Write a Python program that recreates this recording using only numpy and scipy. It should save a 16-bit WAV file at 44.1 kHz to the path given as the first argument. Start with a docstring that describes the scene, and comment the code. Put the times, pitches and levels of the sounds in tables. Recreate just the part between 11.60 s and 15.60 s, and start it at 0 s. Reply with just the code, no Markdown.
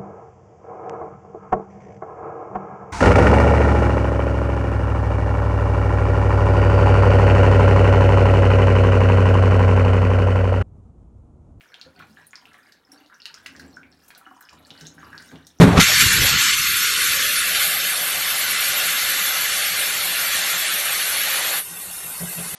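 """Water pours in a thin, uneven stream from a plastic pitcher into a narrow-necked bottle, in a small
block-walled room. Drops tick on the neck first; trapped air then plops and gulps, with fine bubbles
and spray crackling between. The drops are loudest from 1.6 to 1.9 s. Near 2.1 s a dull rumble, probably
from handling, stirs the room's low modes; by 2.7 s the neck's thin ring has grown, and the strongest
bump comes near 3.7 s. A faint hiss lies under it all."""
import sys
import numpy as np
from scipy import signal
from scipy.fft import rfft, irfft
from scipy.io import wavfile

SR = 44100
rng = np.random.default_rng(int(sys.argv[2]) if len(sys.argv) > 2 else 0)


def master_out(mix):
    """Clip the mix to full scale and print it as 16-bit PCM to the path in sys.argv[1]."""
    frames = np.transpose(np.atleast_2d(mix))
    ceiling = np.clip(frames, -1, 1)
    pcm = np.round(ceiling * 32767).astype(np.int16)
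    wavfile.write(sys.argv[1], SR, pcm)


N = 176400
T = np.arange(N) / SR
HZ = np.fft.rfftfreq(N, 1 / SR)


def amp(db):
    """Amplitude ratio of a level in decibels."""
    return 10 ** (np.asarray(db) / 20)

def unit(x):
    """Normalisation to an rms of 1."""
    return x / np.sqrt(np.mean(x ** 2) + 1e-20)

def read(points, hz):
    """Interpolation on a logarithmic frequency axis."""
    f, value = np.transpose(points)
    return np.interp(np.log(hz + 1), np.log(f + 1), value)

def add(mix, s, sound):
    """Superposition: a sound joins the mix at s seconds."""
    part = mix[max(0, round(s * SR)):][:len(sound)]
    part += sound[:len(part)]

def noise(gain):
    """Spectral shaping: white noise, weighted in frequency, at an rms of 1."""
    return unit(irfft(rfft(rng.standard_normal(N)) * gain, N))

def bubble(hz, cycles, size=8000, onset_share=0.22, glide=0.0084):
    """Damped oscillation of trapped air: it swells, then decays by 1/e in `cycles` periods."""
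    age = T[:size] * hz / max(cycles, .5)  # in decay times
    pitch = hz * (1 + glide * (np.minimum(age, 2) - 1))  # rises slightly
    turns = np.cumsum(pitch) / SR
    swell = (1 - np.exp(-age / onset_share)) * np.exp(-age)
    return swell / swell.max() * np.sin(2 * np.pi * turns)


# Drops striking the neck and the water (time [s], level [dB], frequency [Hz], decay [cycles])
DROP_IMPACTS = [(0.009,-34.5,2450,0.9), (0.1428,-27.5,3300,1.3), (0.214,-25.5,4220,1.83),
                (.669,-39.5,9500,11), (0.709,-42.5,6900,4.1), (0.7324,-30.5,2050,1.44),
                (0.7561,-27.5,4970,2.6), (0.855,-36.5,2700,3.7), (1.123,-38.5,4540,2.1), (1.25,-53,5220,13),
                (1.3183,-39.5,5520,6), (1.376,-50,4540,14), (1.462,-42,4200,1.7), (1.5446,-44,5860,6),
                (1.6007,-42.5,2830,2.6), (1.603,-42,5200,9.2), (1.619,-32,4430,2.9), (1.656,-19,4150,1.46),
                (1.6566,-25,2800,1.44), (1.7423,-27,5200,2.3), (1.8606,-26.5,1980,3), (1.861,-28,2670,3.3),
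                (1.8635,-24.5,4000,0.76), (1.9642,-33,5170,1.1), (2.08,-51,7620,9.6), (2.141,-50.5,5390,23),
                (2.165,-41,6260,1.6), (2.169,-34.5,1513,4.3), (2.232,-37.5,2240,1.8), (2.326,-44,4360,2.2),
                (2.505,-35,1830,0.8), (2.55,-35.5,4130,1.8), (2.6548,-49.5,2923,10.3),
                (2.8889,-36,2600,1.64), (2.8939,-35,5100,2.1), (3.05,-40.5,4350,5.4),
                (3.1054,-26.5,3580,1.45), (3.177,-37.5,4430,3.6), (3.253,-41,3510,5.3), (3.264,-35,4000,4),
                (3.269,-26.5,6380,2.7), (3.579,-27,4530,2.4), (3.758,-34.5,3200,1), (3.9868,-42.5,5900,3.8)]
def drops():
    """Impulse excitation: each impact starts a brief damped oscillation."""
    out = np.zeros(N)
    for s, db, hz, cycles in DROP_IMPACTS:
        add(out, s, amp(db) * bubble(hz, cycles))
    return out

# Air pockets pinching off (time [s], relative level [dB], frequency [Hz])
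AIR_POCKETS = [(0.12, -47.5, 1730), (0.401, -39, 1390), (0.571, -41.5, 1680), (0.599, -47.5, 1820),
               (0.735, -43, 1460), (0.823, -53, 960), (0.943, -42.5, 1950), (0.991, -51.5, 1600),
               (1.499, -47.5, 1334), (1.526, -41.5, 1470), (1.775, -45, 1590), (1.8607, -34, 1730),
               (1.951, -40, 1770), (1.997, -37.5, 1605), (2.613, -46.5, 1340), (2.665, -38, 1410),
               (2.712, -43.5, 1097), (2.766, -47, 1000), (2.811, -40, 1495), (2.929, -46.5, 988),
               (3.152, -45.5, 1500), (3.209, -43, 1620), (3.381, -40, 1560), (3.4302, -37, 1222),
               (3.53, -35, 1616), (3.544, -40.5, 1310), (3.599, -39, 1520), (3.715, -44.5, 1570)]
def plops(gain_db=1.5, cycles=2.78, count=5, shed_db=-11.5, shed_delay_s=.014, shed_octaves=0.38):
    """Bubble resonance: each pocket pulsates and sheds smaller and larger bubbles that ring in turn."""
    out = np.zeros(N)
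    for s, db, hz in AIR_POCKETS:
        add(out, s, amp(db + gain_db) * bubble(hz, cycles))
        for wait, step in zip(rng.exponential(shed_delay_s, count), rng.standard_normal(count)):
            add(out, s + wait, amp(db + shed_db) * bubble(hz * 2 ** (shed_octaves * step), cycles))
    return out

# Water spattering on the plastic (time [s], level [dB], spectral peak [Hz])
RIM_SPATTERS = [(0.392,-43.5,2520), (0.667,-49,11800), (.822,-63,3000), (0.856,-48,3300),
                (0.932,-48.5,4760), (0.98,-59,12000), (1.121,-45,4800), (1.32,-47,12000), (1.656,-47,9000),
                (1.741,-48,5570), (1.861,-35.5,4970), (1.994,-40,5100), (2.445,-55,12100),
                (2.4806,-41,12100), (2.504,-41,2920), (2.549,-46.5,5030), (2.577,-40.5,12500),
                (2.808,-44.5,13000), (2.824,-47.5,4930), (2.928,-48,5560), (3.068,-51.5,6340),
                (3.21,-42,4630), (3.62,-45.5,5760), (3.674,-51,5000), (3.8684,-41,6000)]
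def spatters(size=2048, rise_s=0.00041, decay_s=0.0038, width_octaves=0.51, skirt=0.12):
    """Impact noise: the stream breaks on the rim in short, grainy broadband bursts."""
    out, t, f = np.zeros(N), T[:size], np.fft.rfftfreq(size, 1 / SR)
    envelope = (1 - np.exp(-t / rise_s)) * np.exp(-t / decay_s)
    for s, db, hz in RIM_SPATTERS:
        band = skirt + np.exp(-.5 * (np.log2((f + 1) / hz) / width_octaves) ** 2)
        ripple_db = 3.5 * np.interp(f, np.linspace(0, SR / 2, 32), rng.standard_normal(32))
        grain_db = np.repeat(5.5 * rng.standard_normal(size // 32), 32)
        burst = irfft(rfft(rng.standard_normal(size)) * band * amp(ripple_db))
        add(out, s, amp(db) * unit(amp(grain_db) * burst) * envelope)
    return out

# Gulps of air through the choked neck (time [s], level [dB], frequency [Hz])
AIR_GULPS = [(.262, -46.5, 525), (0.496, -53.5, 218.4), (1.29, -53, 282), (1.328, -49, 286),
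             (1.41, -51, 291.7), (2.667, -47, 286), (2.712, -47.5, 278.4), (3.11, -52.5, 303),
             (3.215, -47.5, 157), (3.376, -49, 293), (3.73, -43.5, 159.6), (3.985, -48.5, 280)]
def gulps(cycles=5.6, overtone_ratio=2.7, overtone_db=-9.5):
    """Cavity resonance: the air in the bottle rings low, with one inharmonic overtone."""
    out = np.zeros(N)
    for s, db, hz in AIR_GULPS:
        overtone = amp(overtone_db) * bubble(hz * overtone_ratio, 2 * cycles)
        add(out, s, amp(db) * (bubble(hz, cycles) + overtone))
    return out

def crackle(levels, colour, per_s, spread_db, cycles, ring_power=0, count=30):
    """Poisson process: small bubbles of random strength ring at random times, at `count` pitches."""
    out = np.zeros(N)
    lowest_hz = colour[0][0]
    for hz in np.geomspace(lowest_hz, colour[-1][0], count):
        strengths = amp(spread_db * np.minimum(rng.exponential(1, N), 4))
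        train = strengths * (rng.random(N) < per_s / count / SR)
        ring = bubble(hz, cycles * (hz / lowest_hz) ** ring_power, size=1500)
        out += amp(read(colour, hz)) * signal.oaconvolve(train, ring)[:N]
    return unit(out) * amp(np.interp(T, *np.transpose(levels)))

# Envelope of the fine bubbles (time [s], relative level [dB])
FROTH_LEVELS = [(0,-58), (.17,-53), (.33,-65.5), (.41,-45.5), (.48,-74), (.6,-57.5), (.69,-72), (.92,-52),
                (1.1,-57.5), (1.23,-66.5), (1.33,-53), (1.6,-64.5), (1.72,-49), (2.04,-71), (2.3,-69.5),
                (2.55,-54.5), (2.72,-64), (2.87,-62), (2.95,-53.5), (3.23,-55), (3.33,-60.5), (3.44,-52),
                (3.75,-54.5), (3.85,-59.5), (4,-74)]
# Their strength by pitch (frequency [Hz], relative level [dB])
FROTH_SPECTRUM = [(400, -8.5), (700, -0.5), (1000, -3.5), (1600, 9.5), (2100, 3.5), (3000, 2), (4200, 4.5)]
def froth():
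    """Incoherent summation: many fine bubbles merge into a crackle that follows the flow."""
    return amp(-6) * crackle(FROTH_LEVELS, FROTH_SPECTRUM, per_s=380, spread_db=3, cycles=3.5)

# Envelope of the spray (time [s], relative level [dB])
SPRAY_LEVELS = [(0,-64), (.2,-66), (.32,-71), (.41,-63.5), (.47,-64.5), (1.1,-66.5), (1.21,-77),
                (1.36,-67.5), (1.62,-66), (1.72,-64), (2.04,-62), (2.28,-75.5), (2.45,-62), (2.58,-67.5),
                (2.68,-64), (2.95,-66.5), (3.05,-63.5), (3.22,-60), (3.39,-65.5), (3.66,-58.5),
                (3.82,-66.5), (4,-68)]
# Droplet strength by pitch (frequency [Hz], relative level [dB])
SPRAY_SPECTRUM = [(2600, 4), (5400, 11), (7500, 0.5), (10000, 1.5), (15500, -3.5)]
def spray():
    """Quality factor rising with frequency: the finest droplets ring for the most cycles."""
    return amp(-4) * crackle(SPRAY_LEVELS, SPRAY_SPECTRUM, 260, spread_db=5, cycles=2.8, ring_power=1.17)

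# Spectrum of breaking film (frequency [Hz], relative level [dB])
FIZZ_SPECTRUM = [(1500, 5.5), (5000, 7.5), (10000, 6), (16000, 0.5)]
def fizz(gain_db=-8, per_s=240, spread_db=4, decay_s=0.0017, contrast=1.7):
    """Shot noise: films break in tiny unpitched bursts that follow the spray with wider swings."""
    strengths = amp(spread_db * np.minimum(rng.exponential(1, N), 3.5))
    train = strengths * (rng.random(N) < per_s / SR)
    power = signal.lfilter([1], [1, -np.exp(-1 / (decay_s * SR))], train ** 2)
    spray_db = np.interp(T, *np.transpose(SPRAY_LEVELS))
    level_db = gain_db + spray_db.mean() + contrast * (spray_db - spray_db.mean())
    return unit(np.sqrt(power) * noise(amp(read(FIZZ_SPECTRUM, HZ)))) * amp(level_db)

# Resonances of the bottle's air (frequency [Hz], bandwidth [Hz], gain [ratio])
BOTTLE_MODES = [(979, 64, 1), (1400, 71, 0.5), (1651, 82, 0.49), (5370, 87, 0.98)]
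# The neck's thin ring, coming out late in the pour (time [s], gain [ratio])
NECK_SWELL = [(2.55, 0.6), (2.72, 3.3)]
def bottle(splash, neck_hz=2939, neck_width_hz=23.5):
    """Forced resonance: the splashing drives the bottle's narrow modes."""
    def ring(hz, width):
        return signal.lfilter(*signal.iirpeak(hz, hz / width, fs=SR), splash)
    neck = np.interp(T, *np.transpose(NECK_SWELL)) * ring(neck_hz, neck_width_hz)
    return splash + neck + sum(gain * ring(hz, width) for hz, width, gain in BOTTLE_MODES)

# Reverberation time of the room (frequency [Hz], time to fall 60 dB [s])
REVERB_TIMES = [(150, 0.37), (600, 0.11), (1600, 0.32), (4500, 0.21), (9000, 0.19), (16000, 0.11)]
def tail(size=22050, density=0.1, rise_s=0.0009):
    """Reverberant decay: sparse reflections of random sign die away, each band at its own rate."""
    taps = rng.choice([-1., 1.], size) * (rng.random(size) < density)
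    hz, t, bands = signal.stft(taps, SR, nperseg=256)
    decay = np.exp(-np.log(1000) * t / read(REVERB_TIMES, hz)[:, None])
    response = signal.istft(bands * decay, SR)[1][:size]
    response *= 1 - np.exp(-(T[:size] / rise_s) ** 2)
    return response / np.linalg.norm(response)

# Early reflections from near walls (delay [s], gain [ratio])
WALL_ECHOES = [(.0025, 0.13), (.0053, 0.25), (.0072, -0.29), (0.0126, 0.0018), (0.0156, 0.12)]
def room(direct, count=3, tail_db=-2):
    """Multipath propagation: direct sound, wall echoes, and a tail that shifts as the stream moves."""
    out = direct.copy()
    for delay, gain in WALL_ECHOES:
        add(out, delay, gain * direct)
    for k in range(count):
        share = np.sqrt(2 / count) * np.cos(np.pi * (T + k / count))  # constant-power crossfade
        out += amp(tail_db) * signal.oaconvolve(direct * share, tail())[:N]
    return out

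# Dull bumps, probably from handling (peak time [s], level [dB], rise [s], decay [s])
HANDLING_BUMPS = [(.275, -53, 0.019, 0.057), (0.41, -52.5, 0.031, 0.11), (.51, -63, 0.03, 0.34),
                  (.92, -62.5, 0.079, 0.048), (2.0, -59, 0.15, 0.041), (2.08, -48, 0.12, 0.18),
                  (2.94, -55, 0.015, 0.24), (3.12, -50, 0.013, 0.097), (3.24, -51.5, 0.032, 0.15),
                  (3.47, -52, 0.12, 0.31), (3.748, -42, 0.022, 0.04)]
# Their spectrum (frequency [Hz], relative spectral density [dB])
BUMP_SPECTRUM = [(25, -75), (55, -14), (75, -0.5), (130, -15), (270, 4.5), (400, -7.5), (800, -10.5),
                 (1500, -22), (4000, -29), (12000, -56)]
# Low modes of the room (frequency [Hz], width [Hz], boost [dB])
STANDING_WAVES = [(75.8, 2.6, 16), (106, 6.1, 17), (158.5, 25.3, 18.5), (236, 9.5, 2.5), (265, 24, 3)]
def bumps():
    """Modal excitation: soft rubs and knocks swell and die, booming at the room's standing waves."""
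    power = np.zeros(N)
    for s, db, rise, decay in HANDLING_BUMPS:
        envelope = np.exp(np.where(T < s, -.5 * ((T - s) / rise) ** 2, (s - T) / decay))
        power += (amp(db) * envelope) ** 2
    boom_db = sum(db / (1 + (2 * (HZ - hz) / width) ** 2) for hz, width, db in STANDING_WAVES)
    return np.sqrt(power) * noise(amp(read(BUMP_SPECTRUM, HZ) + boom_db))

# Background hiss (frequency [Hz], relative spectral density [dB])
HISS_SPECTRUM = [(20,-22), (45,-3), (75,-0.5), (270,5), (500,-2.5), (1000,-4.5), (1600,-10), (3000,-21.5),
                 (8000,-21), (16000,-21.5)]
def hiss(level_db=-67):
    """Stationary noise: a faint, steady floor, strongest at low frequencies."""
    return amp(level_db) * noise(amp(read(HISS_SPECTRUM, HZ)))


def scene():
    """Source and filter: the water sounds through bottle and room, over the bumps and hiss."""
    crackling = froth() + spray()
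    water = drops() + plops() + spatters() + gulps() + crackling + fizz()
    return (room(bottle(water)) + bumps() + hiss())[None]

def record(dry, cutoff_hz=16200):
    """Band limiting: a linear-phase low-pass filter removes the highest treble."""
    lowpass = signal.firwin(401, cutoff_hz, window=("kaiser", 8), fs=SR)
    return signal.oaconvolve(dry, lowpass[None], "same")


dry = scene()
out = record(dry)
master_out(out)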